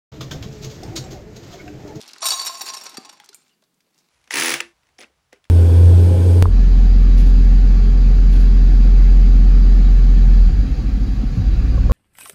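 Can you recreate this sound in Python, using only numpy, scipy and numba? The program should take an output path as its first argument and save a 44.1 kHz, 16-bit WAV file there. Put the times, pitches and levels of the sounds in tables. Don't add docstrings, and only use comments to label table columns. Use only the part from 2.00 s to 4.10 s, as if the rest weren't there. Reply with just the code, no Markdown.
import sys
import numpy as np
from scipy import signal
from scipy.fft import rfft, irfft
from scipy.io import wavfile
from scipy.ndimage import uniform_filter1d, minimum_filter1d
from numba import njit

SR = 44100
rng = np.random.default_rng(int(sys.argv[2]) if len(sys.argv) > 2 else 0)


def transcribe(signal):
    frames = np.atleast_2d(signal).T
    limited = np.clip(frames, -1, 1)
    pcm = np.round(limited * 32767).astype(np.int16)
    wavfile.write(sys.argv[1], SR, pcm)


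def boost(x):
    u = np.asarray(x, float) / 20
    return 10 ** u


N = 92610

# pitch in Hz, level in dB.
TICK_COLOUR = [(120, -27.5), (200, -9.5), (311, -4.5), (558, -12.5), (836, -5), (1740, -12.5), (2700, -7),
               (3130, -15), (3600, -8.5), (4430, -7.5), (16000, -31)]


def curve(table, x):
    return np.interp(x, *np.array(table, float).T[:2])


def colour(x, table):
    hz, db = np.array(table, float).T
    freqs = np.fft.rfftfreq(len(x), 1 / SR)
    gain = boost(np.interp(np.log(freqs + 1), np.log(hz), db))
    return irfft(rfft(x) * gain / np.sqrt(np.mean(gain ** 2)), len(x))


def band_filter(x, order, hz, kind):
    return signal.sosfilt(signal.butter(order, hz, kind, fs=SR, output="sos"), x)


def ring(x, hz, t60):
    radius = np.exp(-np.log(1000) / (max(t60, .002) * SR))
    angle = 2 * np.pi * min(hz, .45 * SR) / SR
    return signal.lfilter([np.sin(angle)], [1, -2 * radius * np.cos(angle), radius * radius], x)


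def train(times, sizes):
    return np.bincount(np.clip(times * SR, 0, N - 1).astype(int), sizes, N)


def burst(x, decay_s):
    return signal.lfilter([1], [1, -np.exp(-1 / (decay_s * SR))], x) * rng.standard_normal(N)


def house_hush():
    # pitch in Hz, level in dB per Hz.
    hush_colour = [(25, -19), (95, -17), (160, 1), (420, -7.5), (560, -13.5), (16000, -23)]
    return boost(-70.5) * colour(rng.standard_normal(N), hush_colour)


def kitchen_echo(dry):
    t = np.arange(int(.5 * SR)) / SR
    room_t60_s, first_echo_s = 0.53, .004
    tail = rng.standard_normal(len(t)) * boost(-60 * t / room_t60_s) * (t > first_echo_s)
    tail = signal.lfilter(*signal.butter(1, [350, 4670], "band", fs=SR), tail)
    return boost(-13) * signal.fftconvolve(dry, tail / np.sqrt(np.sum(tail ** 2)))[:N]


def rumble(effort):
    noise = signal.lfilter(*signal.butter(2, [28, 300], "band", fs=SR), rng.standard_normal(N))
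    return boost(-40.5) * 10 * effort * noise


def squeaks():
    # start in seconds, length in seconds, first pitch in Hz, last pitch in Hz, level in dB.
    scrapes = [
        (1.495, 0.048, 3100, 2680, -66),
        (1.525, 0.03, 4900, 4500, -69),
    ]
    t, out = np.arange(N) / SR, 0
    for start, length, hz0, hz1, db in scrapes:
        progress = np.clip((t - start) / length, 0, 1)
        rough = 1 + 2 * uniform_filter1d(rng.standard_normal(N), size=90)
        turns = np.cumsum(hz0 + (hz1 - hz0) * progress) / SR
        out = out + boost(db) * np.sin(np.pi * progress) * rough * np.sin(2 * np.pi * turns)
    return out


def shuffle():
    # time in seconds, level in dB.
    shuffle_level = [
        (0, -42.5),
        (.2, -45.5),
        (.95, -42.5),
        (1.2, -55),
        (1.54, -64.5),
        (1.59, -88),
        (1.9, -66),
        (2.0, -60.5),
        (2.1, -63.5),
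    ]
    grains_per_s = 1700
    grains = (rng.random(N) < grains_per_s / SR) * boost(1.2 * rng.exponential(size=N))
    rub = colour(burst(grains, 0.00081), TICK_COLOUR)
    return rub / rub.std() * boost(curve(shuffle_level, np.arange(N) / SR) - 8)


def knocks():
    # time in seconds, level in dB, pitch in Hz, t60 in seconds.
    dull_knocks = [(0.636, -45, 369, 0.029), (0.9815, -17, 300, 0.0097), (0.856, -56, 1325, 0.35),
                   (0.97, -50, 1195, 0.15), (0.944, -49, 833, 0.055), (0.972, -56.5, 766, 0.22),
                   (1.05, -57.5, 840, 0.12), (1.09, -59, 851, 0.077), (1.201, -53.5, 827, 0.068),
                   (1.294, -60, 395, 0.048), (1.328, -55, 1400, 0.05), (1.347, -52.5, 2327, 0.047),
                   (1.383, -57.5, 278.8, 0.02), (1.6245, -57.5, 650, 0.016), (1.868, -66.5, 506, 0.026)]
    out = np.zeros(N)
    for s, db, hz, t60 in dull_knocks:
        blow = train(np.array([s]), [boost(db) * 0.09])
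        out += ring(ring(blow, hz, t60), hz * 1.106, t60 / 3)
    return band_filter(out, 4, 190, "high")


def tink():
    # pitch in Hz, level in dB.
    tink_tones = [(7085, -2), (8130, -6), (8880, -8), (9460, -14.5), (10240, -8.5), (12120, -12.5),
                  (12940, -12)]
    at_s, t60_s = 1.3455, 0.085
    kick = train(at_s + np.array([0, .0015]), boost(-41 + np.array([0, -4])))
    hiss = boost(-54) * burst(train(np.array([at_s]), [1.]), 0.019)
    out = band_filter(hiss, 3, [6300, 14000], "band")
    for hz, db in tink_tones:
        for stretch, longer in ((1, 0.93), (1.02, 0.24), (1.045, 0.23)):
            out = out + boost(db) * ring(kick, hz * stretch, t60_s * longer)
    return out


def ticks():
    # time in seconds, peak level in dB, colour in Hz.
    scoop_ticks = [(0.006, -31.5, 4550), (0.0138, -27, 4400), (0.025, -33, 4420), (0.028, -36.5, 5200),
                   (0.033, -36, 3500), (0.058, -39, 3000), (0.0638, -37, 4640), (0.0783, -30, 5110),
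                   (0.0856, -32.5, 4400), (0.0908, -33.5, 4400), (0.0981, -34.5, 2530),
                   (0.1096, -37.5, 4270), (0.113, -41.5, 5000), (0.1333, -28.5, 4720),
                   (0.1621, -33.5, 1390), (0.183, -33.5, 4430)]
    # time in seconds, peak level in dB, colour in Hz, t60 in seconds.
    stray_ticks = [(1.173, -44.5, 2270, 0.018), (1.2, -33, 2280, 0.019), (1.237, -41, 1190, 0.017),
                   (1.243, -41, 5640, 0.052), (1.26, -39.5, 6250, 0.016), (1.2895, -31, 4510, 0.026),
                   (1.33, -40.5, 5070, 0.061), (1.466, -53.5, 2287, 0.029), (1.48, -54, 5180, 0.065),
                   (1.494, -53.5, 3010, 0.03), (1.622, -54, 4576, 0.035), (1.625, -53, 1040, 0.027),
                   (1.638, -50.5, 4240, 0.053), (1.743, -57, 6870, 0.022), (1.805, -53.5, 2370, 0.028),
                   (1.806, -53, 4820, 0.03), (1.945, -55.5, 5385, 0.027), (1.979, -46.5, 6220, 0.019),
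                   (1.986, -49.5, 5600, 0.11), (2.018, -62, 890, 0.032)]
    scoop_t60_s = 0.019
    t = np.arange(4000) / SR
    out = np.zeros(N)
    for s, db, hz, t60 in [(*row, scoop_t60_s) for row in scoop_ticks] + list(stray_ticks):
        noise = rng.standard_normal(len(t))
        fade = boost(-60 * t / max(t60, .004))
        body = signal.lfilter(*signal.iirpeak(min(hz, 15000), 2.5, fs=SR), noise * fade)
        snap = noise * np.exp(-t / 0.000067)
        click = signal.lfilter(*signal.butter(2, [hz / 9.7, 8300], "band", fs=SR), snap)
        one = 1.1 * body + 0.059 * colour(noise, TICK_COLOUR) * fade + 0.18 * click
        i = int(s * SR)
        out[i:i + len(t)] += (boost(db) * one / np.max(np.abs(one)))[:N - i]
    return out


@njit
def bank(s, gain, pole_re, pole_im, n):
    out = np.zeros(n)
    for k in range(len(pole_re)):
        a, b, j = 0., 0., 0
        for i in range(pole_re.shape[1] * 128):
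            c, d = pole_re[k, i >> 7], pole_im[k, i >> 7]
            while s[j] <= i:
                a += gain[j, k]
                j += 1
            a, b = a * c - b * d + 1e-14, a * d + b * c
            out[i] += b
    return out


def steel_modes():
    # pitches in Hz, then for each one a row of level in dB, t60 in seconds.
    wall_hz = [684, 1065, 1324, 1732, 2579, 2902, 3456, 3822, 3974, 4199, 4449, 4549, 4672, 5415]
    wall_ring = [(-2.5, 1.1), (8.5, 1.09), (-8, 0.13), (-17, 0.47), (-12, 0.15), (-6, 0.08), (-4.5, 0.089),
                 (1, 0.15), (-15, 0.2), (-3.5, 0.11), (-4, 0.12), (2.5, 0.2), (-8, 0.32), (-1, 0.18)]
    # pitches in Hz, then their levels in dB.
    rim_hz = [5566, 5688, 5814, 6742, 7300, 8521, 8948, 9146, 9335, 10530, 11700, 12775, 13313, 15200]
    rim_db = [-2, 1, -6.5, 1.5, 4, -3.5, -1, -8.5, -6, -9, -11.5, -6, -14, -12.5]
    # pitch in Hz, level in dB.
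    fine_level = [(650, -44), (1100, 3.5), (1410, -24), (2100, -23), (2900, -12), (3120, -34.5),
                  (3400, -16.5), (4560, -6), (4990, -3.5), (16000, -14.5)]
    wall = [(hz, *row) for hz, row in zip(wall_hz, wall_ring)]
    rim = [(hz, db, 0.19 * (5600 / hz) ** 0.68) for hz, db in zip(rim_hz, rim_db)]
    named = np.array(wall + rim, float)
    twins = named * [1 + .005, 1, .8]
    twins[:, 1] -= 4 + 9 * (named[:, 0] < 1200)
    fine_hz = 780 * (16000 / 780) ** rng.random(76) ** .6
    fine = np.c_[fine_hz, -4 + curve(fine_level, fine_hz), .12 * (4000 / fine_hz) ** .4]
    modes = np.r_[named, twins, fine]
    return modes, np.arange(len(modes)) >= 2 * len(named)


def biscuit_hits(mode_hz, is_fine):
    # time in seconds, peak in dB, favoured pitch in Hz, share of low ring in dB,
    # brightness in dB per octave.
    hits = [(0.2194, -14, 5890, -34, -6.8), (0.2283, -10, 4416, 0.5, -15.5), (0.2556, -6, 3800, -24.5, 0),
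            (0.2658, -7, 4400, -31, 6.5), (0.2854, -8, 3900, -26.5, 2.5), (0.305, -6, 4520, -24, 1.5),
            (0.3188, -8.5, 4270, -17, -5), (0.3313, -13.5, 3860, -21.5, 5), (0.342, -17, 4550, -29, 2),
            (0.395, -12, 4560, -23, 0.1), (0.4099, -18, 4340, -21, -3), (0.424, -20.5, 4010, -15, -5),
            (0.45, -23, 8000, -25, 15), (0.4601, -15, 9800, -35, 5), (0.4675, -9, 5620, -30, -1),
            (0.4751, -15.5, 4240, -27.5, -12), (0.495, -20.5, 4320, 6, -14),
            (0.5467, -21, 5420, -10.5, -29), (0.6092, -15.5, 5670, -16.5, 1.5),
            (0.616, -18, 4450, -21, 13.5), (0.6573, -23, 4300, -13, 10), (0.6647, -21, 4200, -14, -1),
            (0.674, -22, 4980, -23, -2), (0.6871, -16, 4680, -24, -2), (0.7002, -20, 5690, -6, -1),
            (0.7364, -15.5, 5870, -14, -2), (0.748, -23.5, 5700, -20, -2), (0.7682, -19.5, 5424, -19, -3),
            (0.8121, -25.5, 5570, -14, 4), (0.8363, -28, 7100, -16, 11), (0.8567, -24.5, 5900, -21.5, 0.1),
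            (0.8647, -21.5, 5540, -24, -5), (0.893, -28.5, 5770, -25, 6), (0.9427, -30, 5400, -40, -8),
            (0.97, -18.5, 4650, -37.5, -3), (1.0488, -29, 2460, -16, -4), (1.0921, -26.5, 5420, -35.5, -9),
            (1.1279, -36.5, 5370, -3, 5)]
    bounce_s, bounce_db, bounce_low_db = .003, -3.5, -15.5
    favour_db, favour_octaves = 14.5, 0.042
    s, db, hz, low_db, bright_db = np.array(hits, float).T
    bounce = np.arange(5)
    lag = np.cumsum(0.33 + rng.random((len(s), 4)), axis=1) * bounce_s
    s = np.c_[s, s[:, None] + lag].ravel()
    db = (db[:, None] - 8 + bounce_db * np.abs(bounce - .3)).ravel()
    hz, bright_db = np.repeat(hz, 5), np.repeat(bright_db, 5)
    low_db = (low_db[:, None] + bounce_low_db * (bounce > 0)).ravel()
    octaves_off = np.log2(mode_hz / hz[:, None])
    tone = favour_db * np.exp(-(octaves_off / favour_octaves) ** 2)
    tone += (low_db[:, None] + 16 - 12 * is_fine) * (mode_hz < 1500)
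    tone += bright_db[:, None] * np.log2(np.maximum(mode_hz / 5000, 1))
    return s, db, tone


def biscuit_stream(mode_hz):
    # time in seconds, level in dB.
    stream_level = [
        (.205, -44),
        (.25, -28),
        (.34, -34.5),
        (.38, -34),
        (.5, -40),
        (.7, -39),
        (1.05, -66),
        (1.25, -66),
    ]
    biscuits_per_s, heap_db_per_s = 330, -8
    chance = rng.random((500, 2))
    s = stream_level[0][0] + np.cumsum(-np.log(chance[:, 0])) / biscuits_per_s
    db = curve(stream_level, s) + 0.5 * np.minimum(-np.log(chance[:, 1]), 3)
    db -= 80 * (s > stream_level[-1][0])
    bright = 4 * np.log2(np.maximum(mode_hz / 4000, 1))
    return s, db, bright + heap_db_per_s * s[:, None] * (mode_hz < 1200)


def bowl():
    modes, is_fine = steel_modes()
    mode_hz = modes[:, 0]
    s, db, tone = (np.concatenate(pair) for pair in zip(biscuit_hits(mode_hz, is_fine), biscuit_stream(mode_hz)))
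    place = rng.standard_normal((len(s), len(modes), 2))
    scatter_db = 8.5 * np.where(mode_hz < 1200, .2, 1)
    gain = boost(modes[:, 1] + tone + scatter_db * place[..., 0]) * np.sign(place[..., 1])
    gain *= (boost(db) / np.sqrt(np.sum(gain ** 2, axis=1)))[:, None]
    blocks, damp_per_s, wobble_hz = 520, 3.48, 11
    damp = 1 + damp_per_s * np.arange(blocks) * 128 / SR
    wobble = wobble_hz * 3 * uniform_filter1d(rng.standard_normal((len(modes), blocks)), size=9, axis=1)
    pole = np.exp((2j * np.pi * (modes[:, :1] + wobble) - np.log(1000) * damp / modes[:, 2:]) / SR)
    order = np.argsort(s)
    blow_samples = np.r_[s[order] * SR, np.inf]
    steel = bank(blow_samples, gain[order], pole.real.copy(), pole.imag.copy(), N)
    crack_db, drier_db_per_s = -11.5, 9.5
    crack = colour(burst(train(s, boost(db + crack_db + drier_db_per_s * s)), 0.0014), TICK_COLOUR)
    effort = uniform_filter1d(np.abs(steel), size=800)
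    return band_filter(steel + crack, 3, 511, "high"), effort


def scene():
    steel, effort = bowl()
    dry = steel + ticks() + shuffle() + knocks() + tink() + squeaks() + rumble(effort)
    dry = band_filter(dry, 2, 20, "high")
    return (dry + kitchen_echo(dry) + house_hush())[None]


def duck_treble(x):
    high = signal.sosfiltfilt(signal.butter(6, 8750, "high", fs=SR, output="sos"), x)
    level = uniform_filter1d(np.abs(high), size=200, axis=1)
    ahead_s, rise_db = 0.0047, 6.5
    later = np.roll(level, -int(ahead_s * SR / 2), axis=1)
    coming = -minimum_filter1d(-later, size=600, axis=1)
    sudden = (coming > boost(rise_db) * 2 * level) * (coming > np.roll(coming, 600, axis=1))
    return x - uniform_filter1d(1. * sudden, size=100, axis=1) * high


def starve(x):
    frame, bins, top = 1024, 12, 504
    z = signal.stft(x, nperseg=frame)[2][0]
    power = (np.abs(z[:top]) ** 2).reshape(-1, bins, z.shape[1]).mean(axis=1)
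    loud = power[4:14].mean(axis=0)
    loud = np.maximum(loud, np.roll(loud, -1))
    luck = uniform_filter1d(rng.standard_normal(power.shape), size=3, axis=1) * np.sqrt(3)
    keep = power > loud * boost(2 * (-19.5 + 2.5 * luck))
    keep[:18] = True
    z[:top] *= np.repeat(keep, bins, axis=0)
    return signal.istft(z, nperseg=frame)[1][None, :N]


def band_limit(x):
    return signal.sosfilt(signal.butter(12, 16470, fs=SR, output="sos"), x)


def record(dry):
    patchy = starve(duck_treble(dry))
    mix = signal.sosfilt(signal.ellip(8, .3, 50, 15900, fs=SR, output="sos"), patchy)
    return band_limit(mix)


dry = scene()
out = record(dry)
transcribe(out)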